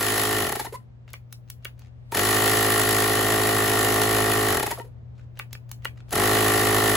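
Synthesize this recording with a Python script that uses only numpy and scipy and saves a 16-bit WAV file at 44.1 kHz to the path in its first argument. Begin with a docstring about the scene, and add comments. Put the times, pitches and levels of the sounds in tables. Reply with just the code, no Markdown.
"""A small piston air pump in a plastic case on a carpet is heard close to a phone, already running.
Each crank turn gives an airy puff and three knocks, built from pulses that ring the case and from shaped noise.
It coasts down with squeaks; a thumb rustles and clicks push buttons (noise bursts and ringing plastic).
The pump starts again, coasts to a stop, more clicks follow, and a third run lasts to the end.
A steady hum and a dull rumble of noise lie under it all."""
import sys
import numpy as np
from scipy import signal
from scipy.fft import rfft, irfft, next_fast_len
from scipy.io import wavfile
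from scipy.ndimage import map_coordinates

SR = 44100
rng = np.random.default_rng(int(sys.argv[2]) if len(sys.argv) > 2 else 0)


def store_wav(level_fs):
    """Save 16-bit WAV to argv[1]."""
    pcm = np.round(np.clip(np.atleast_2d(level_fs), -1, 1) * 32767)
    wavfile.write(sys.argv[1], SR, pcm.T.astype(np.int16))


N = 306936
T = np.arange(N) / SR  # time in s

# colour of rushing air and motor whirr through the case: pitch_hz, relative level_db (per Hz)
AIR_COLOUR = [(40, -19), (60, -8), (150, -10), (420, 1.5), (1150, -1), (1550, -2.5), (1850, -0.5),
              (2250, -4), (2700, -5), (3030, -5), (3350, -5), (4200, -6), (4900, -8), (6500, -9.5),
              (8500, -4.5), (11000, -4), (13000, -4.5), (14000, -11.5), (15700, -12), (16100, -53)]
# bright snaps of the switches: start_s, level_db
SWITCH_SNAPS = [(1.1029, -45.5), (1.1324, -29), (1.3259, -28), (1.5005, -27), (1.6474, -26.5),
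                (1.7928, -44), (2.1206, -33), (5.3914, -26.5), (5.5293, -25.5), (5.6924, -46.5),
                (5.7144, -25), (5.8474, -24), (6.0921, -46.5), (6.1074, -29.5)]
SNAP_T60_S = 0.017  # a snap or skin tick falls by 60 dB in this time


def amp(db):
    """Turn decibels into a plain multiplier."""
    return 10 ** (np.asarray(db) / 20)


def unit(x):
    """Scale a sound to an rms (average strength) of 1."""
    return x / np.sqrt(np.mean(x ** 2) + 1e-20)


def along(points, hz):
    """Read a value between (Hz, value) points on a log frequency axis."""
    f, v = np.transpose(points)
    return np.interp(np.log(hz + 1), np.log(f + 1), v)


def wobble(rate):
    """A smooth random curve through this many random points a second."""
    points = rng.standard_normal(int(N * rate / SR) + 4)
    return map_coordinates(points, [T * rate])


def filtered(x, response):
    """Change the strength and phase of each frequency by a response."""
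    m = next_fast_len(N + SR // 2)
    hz = np.fft.rfftfreq(m, 1 / SR)
    return irfft(rfft(x, m) * response(hz), m)[..., :N]


def noise(spectrum):
    """Coloured noise of rms 1."""
    return unit(filtered(rng.standard_normal(N), lambda hz: amp(along(spectrum, hz))))


def spread(mid, side, alike):
    """Make left and right from a shared part and an opposed part, mixed by likeness at each frequency."""
    def shares(hz):
        angle = np.arccos(np.clip(along(alike, hz), -1, 1)) / 2
        return np.array([np.cos(angle), np.sin(angle)])
    mid, side = filtered(np.array([mid, side]), shares)
    return np.array([mid + side, mid - side])


def crank():
    """Speed in Hz and turns counted from a puff: a quick spin-up, then coasting against drag."""
    # runs of the motor: on_s, off_s, time of one puff_s, full crank speed_hz
    runs = [(-1, .406, .048, 53.2), (2.108, 4.498, 4.337, 53.28), (6.103, 9, 6.352, 53.12)]
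    spin_up_s, coast_s = .034, .365  # time constants
    drag_hz = 24  # coasting heads this far below zero, so the crank really stops
    speed, turns = np.zeros(N), np.zeros(N)
    for on, off, puff, hz in runs:
        rise = 1 - np.exp(-np.maximum(T - on, 0) / spin_up_s)
        coasting = (hz + drag_hz) * np.exp(-np.maximum(T - off, 0) / coast_s) - drag_hz
        run = rise * np.maximum(coasting, 0)
        count = np.cumsum(run) / SR
        speed = speed + run
        turns = np.where(T >= on, count - count[round(puff * SR)], turns)
    return speed, turns + .008 * wobble(5)


def gain(speed, column):
    """Gain of one layer at this crank speed: a faster crank is mostly louder."""
    # loudness against speed: crank speed_hz, knocks_db, puff_db, whirr_db (all relative)
    effort = np.array([(0.99, -43.5, -58, -56), (8.2, -15, -42.5, -32.5), (18.5, -12, -4.5, -10),
                       (30, -5.5, -2.5, -12.5), (43, -2, 0.5, -1), (57.4, 0, 0.5, 2)])
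    return amp(np.interp(speed, effort[:, 0], effort[:, column])) * (speed > 0)


def knocks(speed, turns):
    """Piston, rod and valve plate strike once a turn, each into its own modes of the case."""
    # knocks of one turn: share of the turn after the puff, modes as (pitch_hz, width_hz, relative level_db)
    knock_modes = [(0.2021, [(247, 130, -8), (377, 69, 0.5), (431.2, 44.4, 1), (701.6, 33, -2),
                   (810, 58, -5.5)]), (-.06, [(625, 54, -8.5), (824, 27, -17), (1113, 27, -6),
                   (1320, 32, -14)]), (0.19, [(1376, 45, -9.5), (1806, 110, -12.5), (1837, 62, -3),
                   (2013, 65, -11.5), (2400, 200, -28.5), (3016, 130, -16), (4190, 190, -24)])]
    least_loss = .055  # narrowest mode: width over frequency; plastic damps its high modes fast
    out = np.zeros(N)
    for share, modes in knock_modes:
        struck = (np.diff(np.floor(turns - share)) > 0) & (speed[1:] > 1)
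        at = np.flatnonzero(struck)
        luck = rng.standard_normal((len(at), 2))
        # each blow varies a little in time (samples) and in strength (dB)
        places = np.clip(at + np.round(1.9 * luck[:, 0]).astype(int), 0, N - 1)
        blows = np.bincount(places, amp(0.57 * luck[:, 1]), N)

        def case(f):
            total = 0
            for k, (c, width, db) in enumerate(modes):
                loss = 1j * f * max(width, least_loss * c)
                total = total + (-1) ** k * amp(db) * loss / (c * c - f * f + loss)
            return total

        out += filtered(blows * gain(speed, column=1), case)
    return amp(25) * out


def pump(speed, turns):
    """The steady part (knocks, shake) and the airy part (puff of each stroke, even whirr, wavering gear tone)."""
    # unbalance of the crank: multiple of crank speed, rms level_db at top speed
    unbalance = [(1, -44.5), (2, -35), (4, -34.5)]
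    gear_ratio = 33.72  # gear tone as a multiple of crank speed
    pace = speed / speed.max()
    tones = sum(np.sqrt(2) * amp(db) * np.sin(2 * np.pi * k * turns) for k, db in unbalance)
    shake = tones * pace ** 2.8
    # slow strokes are narrower within their turn, so they stand further apart
    sharp = 1.9 + 1.0 * (1 - pace)
    stroke = np.exp(sharp * (np.cos(2 * np.pi * turns) - 1)) * amp(1.7 * wobble(45))
    puff = amp(-21.5) * stroke * gain(speed, column=2) * noise(AIR_COLOUR)
    whirr = amp(-29.5 + 0.56 * wobble(4.9)) * noise(AIR_COLOUR)
    mesh = amp(1.5 * wobble(40)) * np.sin(2 * np.pi * (gear_ratio * turns + .15 * wobble(25)))
    gear = amp(-37) * mesh * (.5 + stroke)  # the teeth are loaded hardest in the stroke
    return knocks(speed, turns) + shake, puff + gain(speed, column=3) * (whirr + gear)


def valve(speed, turns):
    """Slow air past the valve reed whistles unsteadily with its octave, longer as the crank slows."""
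    # squeak level while coasting, silent outside this range: crank speed_hz, level_db
    squeak_levels = [(14, -29), (25, -26.5), (45, -26)]
    # groans of the nearly stalled strokes, last or first of a run: start_s, length_s, pitch_hz, level_db
    groans = [(0.724, .025, 460, -32), (.739, 0.03, 986, -33), (2.121, 0.019, 907, -28),
              (4.78, 0.016, 690, -30.5), (4.785, 0.019, 480, -28.5), (4.799, .025, 920, -32.5),
              (4.84, 0.054, 424, -48), (6.128, .012, 760, -26.5)]
    lead, share = .13, .46  # a squeak starts this part of a turn before the puff and lasts this part of a turn
    squeak_hz, squeak_rise, squeak_octave_db = 770, 10000, -11  # starting pitch, rise in Hz per s
    groan_rise, groan_octave_db = 1500, -15  # rise in Hz per s
    out = np.zeros(N)
    leak = amp(-13) * noise(AIR_COLOUR)  # air hissing through the reed, below the whistle
    drift, flutter = .75 * wobble(170), amp(2.5 * wobble(90))  # phase in radians, gain
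    coasting = np.diff(speed) < 0
    in_range = (speed[1:] > squeak_levels[0][0]) & (speed[1:] < squeak_levels[-1][0])
    at = np.flatnonzero((np.diff(np.floor(turns + lead)) > 0) & coasting & in_range)
    cries = [(i / SR, share / speed[i], squeak_hz, along(squeak_levels, speed[i]), squeak_rise, squeak_octave_db)
             for i in at]
    cries += [(*row, groan_rise, groan_octave_db) for row in groans]
    for start, length, hz, db, rise, octave_db in cries:
        t = np.arange(int(length * SR)) / SR
        here = slice(round(start * SR), round(start * SR) + len(t))
        phase = 2 * np.pi * (hz * t + rise * t ** 2 / 2) + drift[here]
        shape = np.sin(np.pi * (t / length) ** .6) ** .8
        whistle = np.sin(phase) + amp(octave_db) * np.sin(2 * phase)
        out[here] += amp(db) * shape * (whistle + leak[here])
    return out * flutter


def buttons():
    """Each contact is a bright snap of the switch and a duller ring of the plastic."""
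    # modes of a button and its panel: pitch_hz, relative level_db, t60_s (time to fall by 60 dB)
    panel_modes = [(380, -17, .035), (560, -14, .03), (850, -13, .02), (1200, -5, .019), (1450, -2, .018),
                   (1900, -3, .016), (2350, -1, .018), (2750, -1, .016), (3200, -8, .012),
                   (4400, -13, .012), (7200, -15, .01)]
    # colour of a snap: pitch_hz, relative level_db (per Hz)
    snap_colour = [(300, -14), (1500, -6.5), (4500, -4), (7000, -5.5), (11000, -4.5), (14500, -2),
                   (16500, -7.5)]
    # dull thuds of thumb or cap against the panel: start_s, level_db
    thuds = [(1.0784, -42.5), (1.1383, -29), (1.6526, -22), (2.1206, -25.5), (5.1948, -50.5), (5.3963, -26),
             (5.5513, -33), (5.8534, -18), (5.9725, -49.5)]
    snap_rise_s, ring_rise_s = 0.00056, 0.00096
    ring, snap, t = np.zeros(N), np.zeros(N), np.arange(SR // 10) / SR
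    # a snap also rings the panel, a thud also snaps: start_s, ring_db, snap_db
    contacts = [(s, db - 22.5, db) for s, db in SWITCH_SNAPS] + [(s, db, db - 14) for s, db in thuds]
    for start, ring_db, snap_db in contacts:
        luck = rng.standard_normal((len(panel_modes), 2)) * [2.5, .04]  # level in dB, share of the pitch
        modes = np.zeros(len(t))
        for k, ((hz, level, t60), (extra_db, detune)) in enumerate(zip(panel_modes, luck)):
            fade = amp(level + extra_db - 60 * t / t60)
            modes += (-1) ** k * fade * np.sin(2 * np.pi * hz * (1 + detune) * t)
        here = slice(round(start * SR), round(start * SR) + len(t))
        ring[here] += amp(ring_db) * modes * (1 - np.exp(-t / ring_rise_s))
        snap[here] += amp(snap_db - 60 * t / SNAP_T60_S) * (1 - np.exp(-t / snap_rise_s))
    rattle = wobble(900)
    return ring * (1 + .3 * rattle), ring * rattle, snap * noise(snap_colour)


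def thumb():
    """Soft grainy rustles with scattered ticks as the skin slides and presses."""
    # the thumb slides over the plastic: start_s, length_s, level_db
    slides = [(1.072, 0.048, -61), (1.764, .14, -64.5), (5.144, 0.11, -66.5), (5.352, 0.044, -58),
              (5.952, 0.074, -66), (6.076, .05, -58)]
    # colour of the skin's rustle: pitch_hz, relative level_db (per Hz)
    skin_colour = [(150, -19.5), (500, 8.5), (1500, 5), (3000, 5), (8000, -6), (15000, -26)]
    press_s, press_db = .03, -41  # the skin rustles just before a snap, this far below it
    ticks_per_s, tick_db = 45, 12  # the skin sticks and slips; ticks over the rustle
    presses = [(s - press_s, press_s, db + press_db) for s, db in SWITCH_SNAPS]
    swell = np.zeros(N)
    for start, length, db in slides + presses:
        size = int(length * SR)
        swell[round(start * SR):][:size] += amp(db) * np.hanning(size) ** .5
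    grain = amp(4 * wobble(250))
    slips = (rng.random(N) < ticks_per_s / SR) * amp(tick_db)
    ticks = signal.fftconvolve(slips, amp(-60 * T[:SR // 50] / SNAP_T60_S))[:N]
    return swell * (unit(grain * noise(skin_colour)) + ticks * noise(skin_colour))


def room(x):
    """Echoes as a burst of noise: each frequency of the room's answer dies at its own speed."""
    # fading of the room: pitch_hz, t60_s (time to fall by 60 dB)
    fading = [(200, .16), (2000, .14), (6000, .17), (12000, .2)]
    hz, t, z = signal.stft(rng.standard_normal(SR // 3), SR, nperseg=256)
    decay = amp(-60 * t / along(fading, hz)[:, None])
    tail = signal.istft(z * decay, SR, nperseg=256)[1]
    late = np.pad(x, (300, 0))  # the answer starts 300 samples late
    return signal.fftconvolve(late, tail / np.linalg.norm(tail))[:N]


def room_tone():
    """Mains hum, stronger on the left, over a dull rumble."""
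    # colour of the rumble: pitch_hz, relative level_db (per Hz)
    rumble_colour = [(22, -36.5), (35, -21.5), (55, -5.5), (95, -4), (140, -14), (250, -18.5), (290, -24.5),
                     (600, -27.5), (1000, -36), (3000, -48), (8000, -64), (14000, -84.5)]
    # likeness of left and right in the rumble: pitch_hz, likeness (-1 to 1)
    rumble_alike = [(60, 1), (130, -0.0078), (290, -0.16), (640, 0.0093), (3000, -0.32), (6500, 0.23),
                    (15000, 0.85)]
    waver = amp(.6 * wobble(6)) * np.sin(2 * np.pi * 120 * T + .06 * wobble(5))
    hum = amp(-41.5) * waver * amp([[2.2], [-2.2]])  # left, right
    rumble = spread(noise(rumble_colour), noise(rumble_colour), rumble_alike)
    return hum + amp(-47.5 + 1.5 * wobble(1.7)) * rumble


def scene():
    """Add pump, valve, buttons and thumb with their echoes, then spread them over the room tone."""
    # likeness of left and right: pitch_hz, likeness (1 is the same)
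    likeness = [(60, 0.99), (400, 0.92), (700, 0.36), (1300, 0.85), (1900, 0.68), (2600, 0.18),
                (4300, 0.39), (5600, 0.24), (6700, 0.92), (16000, 1)]
    speed, turns = crank()
    beat, air = pump(speed, turns)
    ring, loose, snap = buttons()
    close = beat + valve(speed, turns)
    hand = snap + thumb()
    faint = amp(-13) * room(close) + amp(-11) * room(loose)
    heard = close + ring + faint + air + amp(-10.5) * room(air) + hand + amp(-14) * room(hand)
    # a random delay of up to 32 ms for each frequency makes the two sides differ, for a wide sound
    scatter = rng.uniform(0, 2 * np.pi, 700).cumsum()
    knots = np.linspace(0, SR / 2, len(scatter))
    scattered = filtered(heard, lambda hz: np.exp(-1j * np.interp(hz, knots, scatter)))
    return spread(heard, scattered, likeness) + room_tone()


def record(dry):
    """A slowly creeping level, two ports of unlike colour and lag, and a band limit."""
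    # slow level changes: time_s, bass_db, treble_db
    creep = [(0, -5, -0.5), (.4, -2.5, -1), (2.1, -1, 1), (2.5, 0, 3.5), (3.2, 0, 0.5), (4.5, 0.5, 0),
             (6.1, 2, 1), (6.96, 1.5, 1)]
    # colour of the ports: pitch_hz, left minus right_db
    lean = [(300, 0), (1500, 1.5), (1900, -3), (2900, 3.5), (4500, 1.5), (6500, 0.5)]
    # the left port lags in the treble: pitch_hz, lag in half cycles
    lag = [(7000, 0), (8800, 1), (9450, 1), (10500, 2), (11500, 2), (12850, 3), (13650, 3), (14600, 4)]
    top_hz = 16500
    s, bass_db, treble_db = np.transpose(creep)
    bass = filtered(dry, lambda hz: 1 / (1 + (hz / 1800) ** 2))
    treble = dry - bass
    crept = bass * amp(np.interp(T, s, bass_db)) + treble * amp(np.interp(T, s, treble_db))
    half = np.array([[.5], [-.5]])  # each side takes half of the difference

    def ports(hz):
        turned = np.exp(-1j * np.pi * half * along(lag, hz))
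        return amp(half * along(lean, hz)) * turned * (hz < top_hz)

    return filtered(crept, ports)


dry = scene()
out = record(dry)
store_wav(out)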